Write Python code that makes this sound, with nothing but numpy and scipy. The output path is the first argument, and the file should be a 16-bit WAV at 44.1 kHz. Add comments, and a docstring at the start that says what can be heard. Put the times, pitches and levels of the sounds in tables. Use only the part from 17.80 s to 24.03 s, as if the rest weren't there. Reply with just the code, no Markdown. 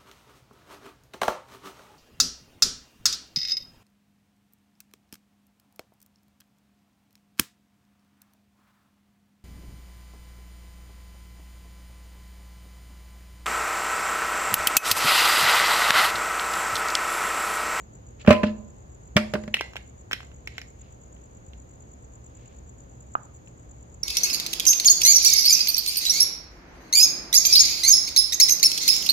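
"""A concrete yard at night: a plastic pail is set down twice, a little to the right; it booms, rocks, settles.
Blows excite damped modes and crack grit; shaped noise makes the rubs; snaps and modes make the handle clack.
Later comes one dry knock, and filtered noise tails echo it all off the house fronts.
Two crickets chirp in falling whistles, the near one wavering but quickening on the whole.
Behind them lie a far noise-band chorus, a low sine hum, thin hiss and the noise rumble of the town."""
import sys
import numpy as np
from scipy import signal
from scipy.fft import rfft, irfft
from scipy.io import wavfile

SR = 44100
rng = np.random.default_rng(int(sys.argv[2]) if len(sys.argv) > 2 else 0)


def generate_wav(signal):
    """Clip the signal to [-1, 1] and save it as 16-bit WAV at the path in sys.argv[1]."""
    frames = np.transpose(np.atleast_2d(signal))
    scaled = np.clip(frames, -1, 1) * 32767
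    pcm = np.round(scaled).astype(np.int16)
    wavfile.write(sys.argv[1], SR, pcm)


N = 274743
T = np.arange(N) / SR  # scene time, s
AGE = T[:SR]  # time since a sound began, s


def undb(db):
    """Decibels to gain."""
    return 10 ** (np.asarray(db) / 20)


def curve(points, at):
    """A two-column table read at given positions."""
    return np.interp(at, *np.transpose(points))


def across(points, size):
    """A table of (Hz, value) read at every frequency of a sound of this size."""
    hz, value = np.transpose(points)
    bins_hz = np.arange(size // 2 + 1) * SR / size
    return np.interp(np.log(bins_hz + 1), np.log(hz), value)


def noise(points, size, likeness=0., tilt_db=0.):
    """Stereo noise of rms 1 with a given spectrum, tilt per octave and left-right correlation."""
    mid, side = rfft(rng.standard_normal((2, size)))
    likeness = np.clip(likeness, -1, 1)
    opposite = np.array([[1], [-1]])
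    pair = np.sqrt(1 + likeness) * mid + np.sqrt(1 - likeness) * side * opposite
    tilted = [(hz, db + tilt_db * np.log2(hz)) for hz, db in points]
    x = irfft(pair * undb(across(tilted, size)), size)
    return x / x.std()


def fade(t60):
    """Exponential decay, followed for one second."""
    return np.exp(-np.log(1000) * AGE / max(t60, 1e-4))


def burst(t60):
    """A contact builds over a fraction of a millisecond, then dies away."""
    return fade(t60) * (1 - np.exp(-(AGE / .0003) ** 2))


def ring(modes):
    """Damped modes (Hz, dB, t60 in s) struck once."""
    return sum(undb(db) * fade(t60) * np.sin(2 * np.pi * hz * AGE) for hz, db, t60 in modes)


def add(out, x, s, lag, right_db=0):
    """Place a sound: it reaches the left ear lag samples late, and the right ear right_db louder."""
    x = np.broadcast_to(x, (2, x.shape[-1]))
    for ear, late, db in ((0, lag, -right_db / 2), (1, 0, right_db / 2)):
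        i = max(int(s * SR) + int(round(late)), 0)
        part = out[ear, i:i + x.shape[1]]
        part += undb(db) * x[ear, :len(part)]


def radiate(x, lowest_hz, order):
    """A small object cannot radiate long waves."""
    return signal.sosfilt(signal.butter(order, lowest_hz, "high", fs=SR, output="sos"), x)


# Colour of the town's rumble. Each row: frequency in Hz, relative level in dB.
RUMBLE_SPECTRUM = [(12, -61), (20, -24), (32, -20.5), (46, -10), (65, 1.5), (92, -9), (125, -6.5),
                   (147, -12), (195, -14.5), (386, -19), (537, -19), (839, -24.5), (5500, -50.5),
                   (7150, -69.5), (12100, -120)]
# Stereo width of the rumble. Each row: frequency in Hz, left-right correlation from -1 to 1.
RUMBLE_LIKENESS = [(60, 0.92), (130, 0.96), (290, 0.51), (640, -0.51), (1400, -0.7), (3100, -0.03),
                   (7000, 0.14)]


def rumble(level_db=-47):
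    """Many distant town sources blur into broad, mostly low noise."""
    return undb(level_db) * noise(RUMBLE_SPECTRUM, N, across(RUMBLE_LIKENESS, N))


# The low hum and its octave. Each row: frequency in Hz, rms level in dB.
HUM_TONES = [(59.2, -61.5), (118.4, -60.5)]


def hum():
    """Two steady sines an octave apart, each with a random starting phase."""
    return sum(undb(db) * np.sqrt(2) * np.sin(2 * np.pi * (hz * T + rng.random())) for hz, db in HUM_TONES)


# Colour of the thin hiss. Each row: frequency in Hz, relative level in dB.
HISS_SPECTRUM = [(3000, -7), (5000, 1.5), (8000, 3), (10500, -6.5), (13000, -0.5), (16000, -11.5)]


def hiss(level_db=-78):
    """Faint, steady treble noise."""
    return undb(level_db) * noise(HISS_SPECTRUM, N)


# Band of the insects, also the rasp in a chirp. Each row: frequency in Hz, relative level in dB.
INSECT_SPECTRUM = [(5500, -35), (6100, -14.5), (6450, -6), (6750, -2), (7050, -0.5), (7300, -15),
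                   (7650, -16), (8300, -35)]


def chorus(level_db=-64.5):
    """Far insects blend into a steady band of noise."""
    return undb(level_db) * noise(INSECT_SPECTRUM, N)


def cricket(pace, level_db, lag, count):
    """Chirps of a few wing strokes, each a short falling whistle, on average louder than the one before."""
    stroke_s, period_s = .0145, .0192
    start_hz, end_hz, detune = 7400, 6600, .0068  # detune: random spread as a fraction of pitch
    scatter_db, swell_db, rasp = 2.1, 1, .23  # random spread, rise per stroke, noise gain
    out, u = np.zeros((2, N)), np.linspace(0, 1, int(stroke_s * SR))
    chirps_so_far = np.floor(np.cumsum(pace) / SR)
    for i in np.flatnonzero(np.diff(chirps_so_far, prepend=-1)):
        for k in range(count):
            loud, sharp = rng.standard_normal(2)
            hz = (start_hz + (end_hz - start_hz) * u ** 1.3) * (1 + detune * sharp)
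            whistle = np.sin(2 * np.pi * np.cumsum(hz) / SR) + rasp * noise(INSECT_SPECTRUM, len(u))
            stroke_db = level_db[i] + swell_db * k + scatter_db * loud
            stroke = undb(stroke_db) * np.sin(np.pi * u) ** 2 * whistle
            add(out, stroke, T[i] + k * period_s - stroke_s / 2, lag, right_db=-4)
    return out


# The near cricket's pace. Each row: time in seconds, chirps per second.
NEAR_PACE = [(0, 7.19), (.8, 8.52), (1.2, 7.78), (1.6, 8.78), (2.3, 8.48), (3.1, 9.1), (3.7, 8.75),
             (4.6, 9.36), (5.6, 8.66)]
# The near cricket's loudness. Each row: time in seconds, level in dB.
NEAR_LEVEL = [(.3, -49), (1, -53.5), (2.6, -51), (4.2, -49), (6.2, -48.5)]


def crickets(far_pace=7.4, far_db=-56.5):
    """A near cricket and a fainter one each keep their own time, in chirps per second."""
    near = cricket(curve(NEAR_PACE, T), curve(NEAR_LEVEL, T), lag=2, count=2)
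    far = cricket(np.full(N, far_pace), np.full(N, far_db), lag=3, count=3)
    return near + far


# The pail's wall slides and rustles. Each row: middle in seconds, half length in seconds, level in dB.
RUB_EVENTS = [(0.416, 0.021, -53), (0.478, 0.0041, -30), (0.514, 0.022, -25.5), (.554, 0.021, -32),
              (.67, .027, -40.5), (1.754, .012, -37.5), (1.794, 0.0092, -33), (2.368, 0.041, -55),
              (2.757, 0.087, -58.5), (3.048, 0.076, -67), (4.649, 0.14, -66.5)]


def rubs(catch_db=4, catch_s=0.0045, skirt_db=-14):
    """Sliding plastic catches and slips, so its hiss comes in tiny bursts around a wall resonance."""
    wall_hz, width_octaves = 2577, .3  # width at -30 dB
    widens_db = 6  # a touch this much lighter is twice as wide, up to the limit below
    out = np.zeros((2, N))
    for s, half_s, db in RUB_EVENTS:
        octaves = min(width_octaves * 2 ** ((-30 - db) / widens_db), 1.1)
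        band = [(wall_hz * 2 ** (k * octaves), skirt_db * abs(k) ** 1.8) for k in range(-2, 3)]
        band = [(band[0][0] / 2, -90)] + band + [(band[-1][0] * 2, -90)]
        marks = np.arange(0, 1, catch_s)
        catches = np.interp(AGE, marks, undb(catch_db * rng.standard_normal(len(marks))))
        swell = np.exp(-((AGE - .5) / half_s) ** 2)
        rub = undb(db) * swell * catches / catches.mean() * noise(band, SR, likeness=0.37)
        # the swell peaks half a second in, so an early rub loses its silent start
        skip = max(int((.5 - s) * SR), 0)
        add(out, rub[:, skip:], max(s - .5, 0), lag=2)
    return out


# The pail meets the concrete. Each row: start in seconds, push in dB, contact in milliseconds,
# crack level in dB, crack tilt in dB per octave.
PAIL_BLOWS = [(0.4483, -47, .5, -33.5, -5), (0.4629, -44, .5, -34.5, 1.5), (.4751, -23, .5, -13, -4.5),
              (0.4801, -5.5, 1.33, -27.5, -6), (0.4901, -27, 0.68, -20, -0.5), (0.5061, -11, 0.42, -9, -3),
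              (0.514, -27, 0.68, -20, -11), (0.527, -37.5, .4, -18.5, -0.5), (0.6323, -22, 0.59, -17.5, -4),
              (0.6363, -15, 1.3, -22, -4), (.678, -38.5, 0.2, -40, -4.5), (1.36, -13.5, 3.4, -49, -0.5),
              (1.367, -22.5, 0.17, -10.5, 0), (1.537, -30, 0.83, -23, 2), (1.5432, -25, 1.07, -44.5, 4),
              (1.553, -35.5, 0.32, -21.5, -6), (1.6367, -40, 0.907, -39.5, 1),
              (1.678, -33, 1.7, -35.5, -0.5)]
# The hollow body, its base and its wall. Each row: frequency in Hz, relative level in dB, t60 in seconds.
BODY_MODES = [(94.4, -14, 0.4), (214.8, -2, 0.36), (239.7, -3, .13), (272, -12.5, .11),
              (338.5, -18.5, 0.39), (475, -18, 0.078), (510, -16.5, .11), (586, -10.5, 0.11),
              (603.3, 1, 0.15), (773, -21, .11), (809, -17.5, 0.12), (948, -23, 0.082), (1017, -22, .55),
              (1197, -13.5, .1), (1300, -20.5, 0.11), (1512, -15.5, 0.12), (1735, -16.5, .15),
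              (2090, -22.5, .17), (2343, -16, 0.16), (2650, -18, .18), (2800, -25.5, 0.11),
              (3050, -20.5, .13)]
# Colour of a crack, also of the knock's tick. Each row: frequency in Hz, relative level in dB.
CRACK_SPECTRUM = [(150, -15), (500, -8), (900, -5.5), (1500, -1.5), (2800, -5.5), (3800, -15), (5500, -18),
                  (8000, -23.5), (11000, -38.5), (15500, -33)]


def pail(shove_db=-3, grit_likeness=0.42, lowest_hz=68, spot_db=6.0):
    """Each blow pushes the body into its modes; grit under the base cracks and crunches."""
    crack_t60_s, crack_doubles_db = .047, 29.5  # t60 at -20.5 dB; a crack this much louder lasts twice as long
    out = np.zeros((2, N))
    for s, push_db, contact_ms, crack_db, tilt_db in PAIL_BLOWS:
        contact_s = contact_ms / 1000
        force = np.sin(np.pi * np.minimum(AGE / contact_s, 1))
        # every spot on the base favours other wall modes; the spread grows with pitch up to 2 kHz
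        modes = [(hz, db + spot_db * min(hz / 1000, 2) * rng.standard_normal(), t60)
                 for hz, db, t60 in BODY_MODES]
        # a longer contact reaches only the low modes
        boom = signal.fftconvolve(ring(modes), force / force.sum())[:SR]
        # the base flexes in and out once and shoves the air
        shove = np.sin(2 * np.pi * np.minimum(AGE / (2 * contact_s), 1))
        crack_t60 = crack_t60_s * 2 ** ((crack_db + 20.5) / crack_doubles_db)
        crack = noise(CRACK_SPECTRUM, SR, grit_likeness, tilt_db) * burst(crack_t60)
        blow = undb(push_db) * (boom + undb(shove_db) * shove) + undb(crack_db) * crack
        add(out, blow, s, lag=3)
    return radiate(out, lowest_hz, order=4)


# Rim and handle clacks. Each row: start in seconds, level in dB, contact pitch in Hz, relative snap in dB.
HANDLE_CLACKS = [(0.5056, 1.5, 980, -21), (1.367, -4.5, 1546, -6), (1.3662, -9.5, 3350, -1),
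                 (1.7402, -18, 2580, -9), (1.7423, -7.5, 2810, -19), (1.7684, -17, 2300, -17.5),
                 (1.8096, 0.5, 1000, -18), (1.9348, -26, 1300, -15), (1.957, -10.5, 940, -30),
                 (1.9663, -17.5, 2250, -31), (2.3123, -11, 1620, -25), (2.32, -18.5, 1890, -4),
                 (2.3309, -12.5, 2110, -0.5), (2.3315, -13, 3210, -12.5), (2.405, -23, 1410, -31),
                 (2.431, -29.5, 1300, -25), (2.516, -36.5, 1490, -21), (2.6738, -18.5, 2270, -7.5),
                 (2.7811, -17, 2220, -7), (2.816, -28.5, 2340, 2), (3.365, -50, 2980, -14.5),
                 (3.734, -41.5, 3340, -20), (5.674, -42, 2580, -10.5)]
# The handle's ring. Each row: frequency in Hz, relative level in dB, t60 in seconds.
HANDLE_RING = [(1570, -2, 0.067), (1996, -4.5, 0.22), (2120, -10, 0.33), (2360, -12.5, 0.13),
               (2763, -1.5, 0.05), (2840, -9, .08), (3450, -19, 0.28), (4120, -16.5, 0.3),
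               (4370, -20.5, 0.17), (5210, -19.5, 0.0766)]
# Colour of the loose handle's chatter. Each row: frequency in Hz, relative level in dB.
CHATTER_SPECTRUM = [(400, -7), (1200, -9), (2200, 5.5), (3100, 3.5), (3700, -3.5), (4200, -6.5),
                    (4800, -17), (5500, -6.5), (6400, -19), (8000, -19), (10800, -25), (13000, -21.5),
                    (16000, -29)]
# The handling moves to the right. Each row: time in seconds, samples by which the left ear lags.
HANDLE_PATH = [(.5, 2), (1.75, 3.4), (2, 6.3)]


def handle(lowest_hz=380, rise_cycles=0.25):
    """Hard plastic clacks: a snap, a few cycles at the contact, brief chatter and the handle's ring."""
    snap_hz, snap_t60, snap_rise_s = 5400, .003, .00012
    tick_hz, tick_db = 12700, -17
    glint_db, glint_t60 = -23.5, .033  # the snap leaves a thin ring
    # a sharper contact is higher, rings more cycles and shakes the handle harder:
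    # values at 2 kHz and their change per octave
    cycles_2k, cycles_octaves = 10.3, 2.45
    chatter_2k_db, chatter_db_per_octave, chatter_t60 = -12.5, 10, .028
    ring_2k_db, ring_db_per_octave = -29, 2.5
    out, tone = np.zeros((2, N)), ring(HANDLE_RING)
    for s, db, hz, snap_db in HANDLE_CLACKS:
        sharp = np.log2(hz / 2000)  # octaves above 2 kHz
        cycles = cycles_2k * 2 ** (cycles_octaves * sharp)
        contact = ring([(hz, 0, cycles / hz)]) * (1 - np.exp(-AGE * hz / rise_cycles))
        snap_modes = [(snap_hz, snap_db, snap_t60), (tick_hz, snap_db + tick_db, snap_t60),
                      (snap_hz, snap_db + glint_db, glint_t60)]
        snap = ring(snap_modes) * (1 - np.exp(-AGE / snap_rise_s))
        chatter = noise(CHATTER_SPECTRUM, SR, likeness=0.55) * burst(chatter_t60)
        chatter = undb(chatter_2k_db + chatter_db_per_octave * sharp) * chatter
        rings = undb(ring_2k_db + ring_db_per_octave * sharp) * tone
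        add(out, undb(db) * (contact + snap + chatter + rings), s, curve(HANDLE_PATH, s))
    return radiate(out, lowest_hz, order=2)


# The knock's short, hollow tones. Each row: frequency in Hz, relative level in dB, t60 in seconds.
HOLLOW_MODES = [(630, -27, 0.0083), (890, 0, 0.0087), (1050, 1.5, 0.012), (1230, 5, 0.017),
                (1375, -14, 0.013), (2560, -21.5, 0.011), (2820, -25, 0.013)]


def knock(start_s=5.3522, level_db=-9, rise_s=0.00088, tick_db=-33, tick_t60=.01):
    """One dry, hollow knock far to the right: heavily damped modes with a faint tick at the contact."""
    out = np.zeros((2, N))
    hollow = ring(HOLLOW_MODES) * (1 - np.exp(-(AGE / rise_s) ** 2))
    tick = undb(tick_db) * noise(CRACK_SPECTRUM, SR, likeness=0.83) * burst(tick_t60)
    add(out, undb(level_db) * (hollow + tick), start_s, lag=14, right_db=4.5)
    return out


# The yard's echo by band. 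Each row: lower edge in Hz, upper edge in Hz,
# level in dB of the tail before its band filter, t60 in seconds.
YARD_BANDS = [(62.9, 560, -19.5, 0.93), (355, 980, -9.5, 0.45), (1300, 3000, -10.5, 0.35),
              (3535, 5000, -7, 0.33), (8140, 12200, -8.5, .35)]


def yard(x, build_s=0.0052):
    """Scattered echoes off walls and posts, dying band by band."""
    echoes = rng.standard_normal((2, SR))
    response = 0
    for lo, hi, db, t60 in YARD_BANDS:
        tail = echoes * fade(t60) * (1 - np.exp(-(AGE / build_s) ** 2))
        tail = tail / np.sqrt(np.sum(tail ** 2) / 2)  # unit energy per ear
        band = signal.butter(2, [lo, hi], "band", fs=SR, output="sos")
        response = response + undb(db) * signal.sosfilt(band, tail)
    return signal.fftconvolve(x, response, axes=1)[:, :N]


# The pail stands to the right. Each row: frequency in Hz, right minus left in dB.
PAIL_BEARING = [(100, -0.5), (200, 0), (380, 13), (700, 0.5), (1300, 2.5), (2400, 1.5), (4400, 2.5),
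                (8000, -1), (14000, 4.5)]


def scene(knock_room_db=-4):
    """The handling, the knock and their echo in the night air."""
    background = rumble() + hum() + hiss() + chorus() + crickets()
    handling = rubs() + pail() + handle()
    ear_share = np.array([[-.5], [.5]])
    handling = irfft(rfft(handling) * undb(across(PAIL_BEARING, N) * ear_share), N)
    dry_knock = knock()
    echo = yard(handling + undb(knock_room_db) * dry_knock)
    return background + handling + dry_knock + echo


def record(dry, top_hz=16100):
    """The recorder clips at full scale and cuts the top."""
    top_cut = signal.ellip(8, .2, 70, top_hz, fs=SR, output="sos")
    return signal.sosfilt(top_cut, np.clip(dry, -1, 1))


dry = scene()
out = record(dry)
generate_wav(out)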